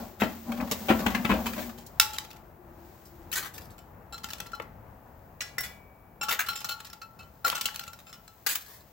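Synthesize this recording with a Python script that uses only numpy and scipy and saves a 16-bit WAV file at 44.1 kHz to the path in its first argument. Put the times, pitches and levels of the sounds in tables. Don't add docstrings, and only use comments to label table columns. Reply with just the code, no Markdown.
import sys
import numpy as np
from scipy import signal
from scipy.fft import rfft, irfft, next_fast_len
from scipy.io import wavfile

SR = 44100
rng = np.random.default_rng(int(sys.argv[2]) if len(sys.argv) > 2 else 0)


def unload_audio(sound):
    columns = np.transpose(np.atleast_2d(sound))
    steps = np.round(np.clip(columns, -1, 1) * 32767)
    wavfile.write(sys.argv[1], SR, steps.astype(np.int16))


N = 393372
T = np.arange(N) / SR

# start in seconds, contact length in seconds,
# level near 1.8 kHz in dB, thud in dB, brightness in dB.
KNOCKS = [(.2, 0.027, -20.5, -7, -8.5), (0.219, 0.0012, -10.5, 7, -27), (.228, 0.022, -19, 12, -13.5),
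          (.518, 0.0044, -24, -12, -13.5), (.602, 0.0055, -25, -5.5, -38), (.713, 0.0084, -18.5, 9, -0.5),
          (.885, 0.028, -9.5, 2.5, -18), (0.902, .01, -11, 15.5, -20.5), (.99, 0.016, -24.5, 12.5, -7),
          (1.062, 0.0055, -14, 9.5, -13.5), (1.148, 0.0077, -13, -4, -15), (1.248, 0.011, -12, -0.5, -20),
          (1.294, 0.027, -8.5, 10, -22), (1.335, 0.032, -22, 16.5, -15), (1.459, 0.02, -18, 2.5, -7.5),
          (1.565, 0.036, -24.5, 13, -11), (1.777, 0.036, -39, 7, -0.5), (1.863, .003, -52, 2, 13.5)]
# start in seconds, contact length in seconds,
# tick level near 3.2 kHz in dB, ring in dB before it takes on the tick's colour.
CLINKS = [(1.9985, 0.0024, -4, -28.5), (2.008, .02, -15.5, -34.5), (2.132, .027, -28, -48),
          (2.184, 0.0028, -21, -59), (2.312, 0.0042, -41, -64.5), (3.78, 0.013, -44, -58),
          (4.125, 0.03, -35, -37.5), (4.243, 0.0034, -28, -41.5), (4.304, 0.0098, -30, -55),
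          (4.334, 0.0015, -28, -49), (4.402, 0.0027, -27.5, -42.5), (4.468, 0.0042, -40.5, -55),
          (4.533, 0.012, -52.5, -39.5), (6.212, 0.0069, -33, -34.5), (6.227, 0.017, -23, -36),
          (6.285, 0.03, -18.5, -32), (6.462, 0.018, -30, -43), (6.486, 0.023, -20.5, -32),
          (6.555, 0.032, -26.5, -42.5), (6.645, 0.0089, -24, -38.5), (6.688, 0.037, -23.5, -34),
          (6.79, 0.012, -50, -55), (6.846, 0.016, -34, -49), (6.899, 0.0041, -43, -55),
          (7.016, 0.015, -38.5, -43.5), (7.19, 0.043, -43, -47), (7.445, 0.022, -22, -27),
          (7.5, 0.0032, -18.5, -43), (7.55, 0.017, -22, -35), (7.61, .008, -19.5, -53),
          (7.656, 0.0063, -15.5, -37), (7.758, 0.0034, -27.5, -53), (7.794, 0.0022, -28.5, -46.5),
          (7.811, 0.0021, -43, -47), (7.878, 0.0055, -36.5, -48.5), (7.989, 0.017, -40.5, -69),
          (8.065, 0.04, -41, -51), (8.128, .022, -38, -51), (8.278, 0.0038, -43.5, -55)]
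# start in seconds, contact length in seconds,
# level near 1.8 kHz in dB, thud in dB, brightness in dB, ring in dB.
TINE_HITS = [(5.406, 0.0059, -22, -5, -11, -58), (5.416, 0.0068, -27.5, -27, -2.5, -42.5),
             (5.582, 0.0029, -25.5, -26, 3, -38.5), (5.607, 0.003, -33, -6, 12, -58),
             (5.633, 0.025, -28, -20, 0, -43.5)]
# start in seconds, contact length in seconds, level near 1.8 kHz in dB,
# thud in dB, brightness in dB, how much sooner the left port hears it in seconds.
CRUNCHES = [(3.055, 0.029, -57, -6, 11, .00023), (3.316, 0.0094, -31, -10, 0, .00023),
            (3.327, 0.02, -22, -6, 0.5, 0.006), (3.355, 0.045, -15.5, -4, -3.5, 0),
            (3.425, 0.045, -25.5, -3, -4, 0.0026), (3.579, 0.0082, -32.5, -21, -3.5, 0.0023),
            (3.7, .001, -47, -6, -24, .00023), (4.599, 0.0011, -21.5, 9, -27.5, 0.0023),
            (6.308, 0.032, -13, -0.5, -7, 0), (6.39, 0.028, -12, -10.5, -9, 0),
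            (7.461, 0.017, -19.5, 3.5, -4, 0.0036), (7.478, 0.011, -22.5, -2, 1, 0.0021),
            (7.526, 0.004, -21, 4, -21, 0.0039), (7.687, .0025, -29.5, 1, -33, 0),
            (8.464, 0.011, -13, -12, -2.5, 0.0025), (8.484, 0.051, -16, -10, 0, 0.0065),
            (8.552, .008, -21.5, -6.5, 1, 0.0012), (8.68, 0.094, -39.5, 4, 3, 0.0065)]
# pitch in Hz, usual share of the ring in dB,
# time to fade by 60 dB in seconds.
SHELL_MODES = [(59.3, -6, 0.54), (82, -8, 0.59), (106, -18.5, 0.54), (211, -7, 0.12), (209.6, -11, 0.32),
               (232.2, 2, 0.63), (260, -5.5, 0.29), (295, -14.5, 0.56), (488, -23, .14), (584, -14, 0.25),
               (590, -23.5, 0.077), (764, -11.5, 0.036), (967, -18.5, 0.18), (1073, -15.5, 0.071),
               (1360, -18.5, 0.052), (1840, -39, 0.12)]
CAN_MODES = [(819, -7.5, 0.4), (852, -8, 0.8), (887, -11.5, 1), (1130, -15.5, 0.32), (1362, -5.5, 0.2),
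             (1340, -5.5, 0.38), (1380.6, -0.5, 0.085), (2660, -8, 0.12), (3010, -16, 0.25),
             (3030, -15.5, 0.11), (4160, -11, 0.09), (4050, -16, .1), (5320, -20, 0.17), (5397, -10, 0.09),
             (5900, -32.5, .1), (7354, -11, 0.062)]
TINE_MODES = [(1454, -2, 0.052), (1660, -9, 0.57), (1986, -5, 0.25), (2010, 2.5, 0.25), (2280, -6, 1.3),
              (2440, -27, 3.4), (2420, -15, 1), (2900, -11, 0.43), (3460, -7, 0.2), (5480, -2, 0.2),
              (7420, -28, 0.28)]
# time in seconds, force in dB.
DRAG_FORCE = [(0, -22), (.17, -67), (.23, -26), (.43, -53), (.5, -27), (.76, -33.5), (1.36, -28),
              (1.6, -37), (1.77, -59.5)]
# time in seconds, hiss in dB before the lift and flicker in steam().
STEAM_LEVEL = [(0, -43.5), (.18, -59), (.22, -43), (.45, -49.5), (.78, -42.5), (.97, -39), (1.2, -43.5),
               (1.62, -39.5), (1.8, -58), (2.2, -59), (2.6, -68.5), (2.85, -57.5), (3.55, -62), (4, -68.5),
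               (5.25, -67), (6.1, -70.5), (7.9, -60), (8.92, -60.5)]
# time in seconds, rumble in dB before the lift and wavering in night().
RUMBLE_LEVEL = [(1.8, -47), (5.3, -48), (6, -50.5), (8.92, -55)]
# time in seconds, pitch in Hz, level in dB.
DRONE = [(0, 360, -55.5), (1.8, 361, -53.5), (2.2, 350, -60), (2.8, 341.5, -54), (3.4, 335, -54),
         (4, 321.6, -66), (6, 318, -77.5), (8.92, 318.4, -72.5)]
# frequency in Hz, relative strength per Hz in dB.
RASP_COLOUR = [(150, -16.5), (300, 10.5), (700, 16.5), (1200, -13), (2500, -11.5), (5000, -7.5),
               (16000, -42)]
STEAM_COLOUR = [(800, -7.5), (2000, -2.5), (3500, -5), (7000, -4), (11000, -6), (16000, 2.5)]
RUMBLE_COLOUR = [(15, -45), (25, 9), (74, 7), (168, -3), (235, -7), (334, -12.5), (408, -9.5), (711, -10.5),
                 (812, -10.5), (1180, -19.5), (1930, -27), (2200, -31), (2630, -34.5), (5000, -60),
                 (6500, -69.5), (11000, -120)]
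TOP_HISS_COLOUR = [(7000, -23.5), (11000, -6.5), (13500, -7), (16000, -0.5)]
# frequency in Hz, response in dB, left minus right in dB,
# gain in dB of the part that differs between the sides.
MICROPHONE = [(20, -42, 3, -26.5), (45, -11.5, 3.5, -21.5), (218, -2.5, 3, -10), (400, -5.5, 6.5, -18.5),
              (637, -3, 4, -3.5), (1390, -0.5, 6, -3), (2315, -2, 5.5, -3), (4000, -1.5, 0.5, -2.5),
              (7940, -3.5, -2.5, -1.5), (8620, -11, -2.5, 0.5), (11720, -5.5, 0, -2.5),
              (15970, -1, 7.5, 1.5)]
# start in seconds, length in seconds, first tick in dB.
CAN_ROLLS = [(2.04, 0.34, -36), (4.14, .5, -35), (6.25, 0.73, -29.5), (7.5, .44, -31)]
# start in seconds, length in seconds, first level in dB.
TRICKLES = [(3.45, 0.29, -37.5), (8.58, .22, -42.5)]
# start in seconds, length in seconds, first level in dB.
SKIPS = [(.27, 0.064, -41.5), (.53, 0.22, -30), (1.08, 0.068, -27), (1.49, 0.21, -26.5)]

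SETTLE_DB = 10
OUTDOOR_T60_S, OUTDOOR_DB = 0.35, -11.5
TOP_HZ, TOP_HISS_DB = 15900, -60
BOOM_BEND_S = .0016
SHELL_RING_DB, SHELL_RING_PER_THUD = -13.5, 0.53
SKIP_CONTACT_S, SKIP_THUD_DB, SKIP_BRIGHT_DB = .006, -4.5, -9
ROLL_CONTACT_S, ROLL_RING_DB = 0.009, -18.5
USUAL_TICK_DB, CAN_BRIGHT_DB, BRIGHT_PER_DB = -30.5, 4, 0.3529
CAN_TINT = .4
CAN_THUD_DB, THUD_FALL_DB_PER_S = 2, 702.5
GRAVEL_SIDE_DB = -5.5
TRICKLE_CONTACT_S, TRICKLE_THUD_DB, TRICKLE_BRIGHT_DB, TRICKLE_LEAD_S = 0.029, -25, 0.5, .00023


def undb(db):
    return 10 ** (np.asarray(db) / 20)


def curve(rows, column=1):
    rows = np.array(rows)
    return np.interp(T, rows[:, 0], rows[:, column])


def colour(x, points):
    size = 2 * next_fast_len(x.shape[-1] // 2 + 1024)
    hz, db = np.transpose(points)
    bins_hz = np.arange(size // 2 + 1) * SR / size
    log_gain = np.log(undb(np.interp(np.log(bins_hz + 1), np.log(hz), db)))
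    cepstrum = irfft(log_gain)
    cepstrum[1:size // 2] *= 2
    cepstrum[size // 2 + 1:] = 0
    response = np.exp(rfft(cepstrum))
    return irfft(rfft(x, size) * response)[..., :x.shape[-1]]


def level(x):
    return x / np.sqrt(np.mean(x ** 2))


def blow(x):
    return level(x) * np.sqrt(SR / 100 / x.shape[-1])


def fade(t, t60):
    return np.exp(-np.log(1000) * t / t60)


def walk(rate):
    knots = rng.standard_normal(1024)
    return np.interp(T * rate, np.arange(len(knots)), knots)


def grains(shape, rate, spread_db):
    sizes = undb(spread_db * np.minimum(rng.exponential(size=shape), 4))
    happens = rng.random(shape) < rate / SR
    return happens * sizes * rng.choice([-1, 1], shape)


def add(out, s, x):
    start = max(int(s * SR), 0)
    out[:, start:start + x.shape[-1]] += x[:, :max(N - start, 0)]


def ring(push, modes, scatter_db=4.03, phase_spread=0.7, detune=0):
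    out = 0
    for hz, db, t60 in modes:
        pitch = hz * (1 + detune * rng.standard_normal())
        pole = np.exp(2j * np.pi * pitch / SR) * fade(1 / SR, t60)
        swing = signal.lfilter([1], [1, -pole], push)
        turn = np.exp(1j * phase_spread * rng.standard_normal() * np.array([[1], [-1]]))
        chance_db = scatter_db * np.sqrt(hz / 1000) * np.clip(rng.standard_normal(), -2, 1.5)
        out = out + undb(db + chance_db) * level((swing * turn).imag)
    return out


def contact(t, length, rate, spread_db, first_db):
    chatter = grains(len(t), rate, spread_db) * np.exp(-(t / length) ** 2)
    chatter[0] += undb(first_db)
    return chatter


def clatter(push, clatter_t60, tail_t60, tail_db):
    t = T[:SR // 4]
    envelope = fade(t, clatter_t60) + undb(tail_db) * fade(t, tail_t60)
    burst = rng.standard_normal((2, len(t))) * envelope
    return blow(signal.fftconvolve(push[None], burst, axes=1)[:, :len(push)])


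def strikes(table, modes, rate, spread_db, first_db, clatter_t60, tail_t60, tail_db,
            body_hz, edge_hz, top_db, bass_db, size, tint=0, detune=0):
    out, t = np.zeros((2, N)), T[:size]
    for s, length, db, thud_db, bright_db, *ring_db in table:
        push = contact(t, max(length, 1 / SR), rate, spread_db, first_db)
        bass = [(150, thud_db + bass_db), (400, thud_db), (650, thud_db), (body_hz, 0)]
        tone = bass + [(edge_hz, 0), (2 * edge_hz, bright_db), (13000, bright_db + top_db)]
        crack = colour(clatter(push, clatter_t60, tail_t60, tail_db), tone)
        add(out, s, undb(db) * crack)
        if modes:
            tinted = [(hz, share_db + tint * np.interp(hz, *np.transpose(tone)), t60)
                      for hz, share_db, t60 in modes]
            energy_scale = np.sqrt(SR / 100 / size)
            add(out, s, undb(ring_db[0]) * energy_scale * ring(push, tinted, detune=detune))
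    return out


def settling(bouts, count):
    contacts = []
    for start, length, db in bouts:
        when, strength = rng.random((count, 2)).T
        progress = (np.arange(count) + when) / count
        levels_db = db - SETTLE_DB * progress + 7 * (strength - .5)
        contacts += zip(start + length * progress, levels_db)
    return contacts


def place(x, lead_s):
    mid = (x[0] + x[1]) / 2
    side = undb(GRAVEL_SIDE_DB) * (x[0] - x[1]) / 2
    return np.array([mid + side, np.roll(mid - side, round(lead_s * SR))])


def outdoors(x):
    t = T[:SR]
    echo = rng.standard_normal((2, SR)) * fade(t, OUTDOOR_T60_S) * (1 - fade(t, 0.011))
    echo = colour(level(echo) / np.sqrt(SR), [(200, 6), (1500, 3), (5000, -1.0), (15000, -3.5)])
    return x + undb(OUTDOOR_DB) * signal.fftconvolve(x, echo, axes=1)[:, :N]


def top_hiss():
    return level(colour(rng.standard_normal((2, N)), TOP_HISS_COLOUR)) * undb(TOP_HISS_DB)


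def night():
    rumble = level(colour(rng.standard_normal((2, N)), RUMBLE_COLOUR))
    rumble = rumble * undb(curve(RUMBLE_LEVEL) + 6.0 + 1.7 * walk(10))
    tone = np.exp(2j * np.pi * np.cumsum(curve(DRONE)) / SR)
    note = tone * (walk(60) + 1j * walk(60))
    return rumble + level(note.real) * undb(curve(DRONE, column=2))


def steam():
    sizzle = level(grains((2, N), 1500, 3.5))
    hiss = rng.standard_normal((2, N)) + undb(-1) * sizzle
    flicker_db = 0.65 * walk(12)
    return level(colour(hiss, STEAM_COLOUR)) * undb(curve(STEAM_LEVEL) + 3.5 + flicker_db)


def gravel():
    trickle = [(s, TRICKLE_CONTACT_S, db, TRICKLE_THUD_DB, TRICKLE_BRIGHT_DB, TRICKLE_LEAD_S)
               for s, db in settling(TRICKLES, count=6)]
    stones = 0
    for *blow_row, lead_s in list(CRUNCHES) + trickle:
        crunch = strikes([blow_row], [], rate=1100, spread_db=0.5, first_db=-5,
                         clatter_t60=0.011, tail_t60=0.13, tail_db=-16,
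                         body_hz=1470, edge_hz=2550, top_db=2.0, bass_db=-11, size=14000)
        stones = stones + place(crunch, lead_s)
    return colour(stones, [(1000, 0.5), (1500, 4.5), (1950, 2.0), (2550, 0), (3300, 1)])


def tines():
    return strikes(TINE_HITS, TINE_MODES, rate=910, spread_db=2.5, first_db=-2.5,
                   clatter_t60=0.03, tail_t60=0.33, tail_db=-15,
                   body_hz=1450, edge_hz=6000, top_db=-3.0, bass_db=-6.5, size=44000)


def can():
    rocking = [(s, ROLL_CONTACT_S, db, db + ROLL_RING_DB) for s, db in settling(CAN_ROLLS, count=10)]
    blows = []
    for s, length, tick_db, ring_db in list(CLINKS) + rocking:
        bright_db = CAN_BRIGHT_DB + BRIGHT_PER_DB * (tick_db - USUAL_TICK_DB)
        thud_db = CAN_THUD_DB - THUD_FALL_DB_PER_S * length
        blows.append((s, length, tick_db - bright_db, thud_db, bright_db, ring_db))
    return strikes(blows, CAN_MODES, rate=1300, spread_db=3.0, first_db=0.0,
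                   clatter_t60=.009, tail_t60=0.19, tail_db=-19.0,
                   body_hz=1315, edge_hz=1600, top_db=-4.5, bass_db=9.5,
                   tint=CAN_TINT, detune=0.009, size=20000)


def rake_knocks():
    skips = [(s, SKIP_CONTACT_S, db, SKIP_THUD_DB, SKIP_BRIGHT_DB) for s, db in settling(SKIPS, count=4)]
    blows = []
    for s, length, db, thud_db, bright_db in list(KNOCKS) + skips:
        ring_db = db + SHELL_RING_DB + SHELL_RING_PER_THUD * thud_db
        blows.append((s, length, db, thud_db, bright_db, ring_db))
    return strikes(blows, SHELL_MODES, rate=1000, spread_db=5.0, first_db=9.5,
                   clatter_t60=0.039, tail_t60=0.14, tail_db=-6.0,
                   body_hz=1180, edge_hz=2600, top_db=-1, bass_db=-10.5, detune=.018, size=16000)


def rake_drag():
    panels = ring(grains(N, 800, 2.5), SHELL_MODES)
    bent_time = T + BOOM_BEND_S * walk(22)
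    boom = np.array([np.interp(bent_time, T, side) for side in panels])
    boom = boom * undb(-8.5 + 3.5 * walk(16))
    rasp = level(colour(grains((2, N), 1800, 1.6), RASP_COLOUR)) * undb(-16.5 + 2 * walk(30))
    stop = np.interp(T, [1.8, 1.95], [1, 0])
    return (boom + rasp) * undb(curve(DRAG_FORCE)) * stop


def scene():
    background = top_hiss() + night() + steam()
    close_sounds = gravel() + tines() + can() + rake_knocks() + rake_drag()
    return background + outdoors(close_sounds)


def record(dry):
    hz, response_db, tilt_db, side_db = np.transpose(MICROPHONE)
    log_hz = np.log(np.arange(N // 2 + 1) * SR / N + 1)
    width = undb(np.interp(log_hz, np.log(hz), side_db))
    tilt = undb(np.interp(log_hz, np.log(hz), tilt_db / 2))
    mid = rfft((dry[0] + dry[1]) / 2)
    side = rfft((dry[0] - dry[1]) / 2) * width
    ports = irfft(np.array([(mid + side) * tilt, (mid - side) / tilt]), N)
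    ports = colour(ports, np.c_[hz, response_db])
    top_edge = signal.ellip(10, .2, 70, TOP_HZ, fs=SR, output="sos")
    return signal.sosfilt(top_edge, ports)


dry = scene()
out = record(dry)
unload_audio(out)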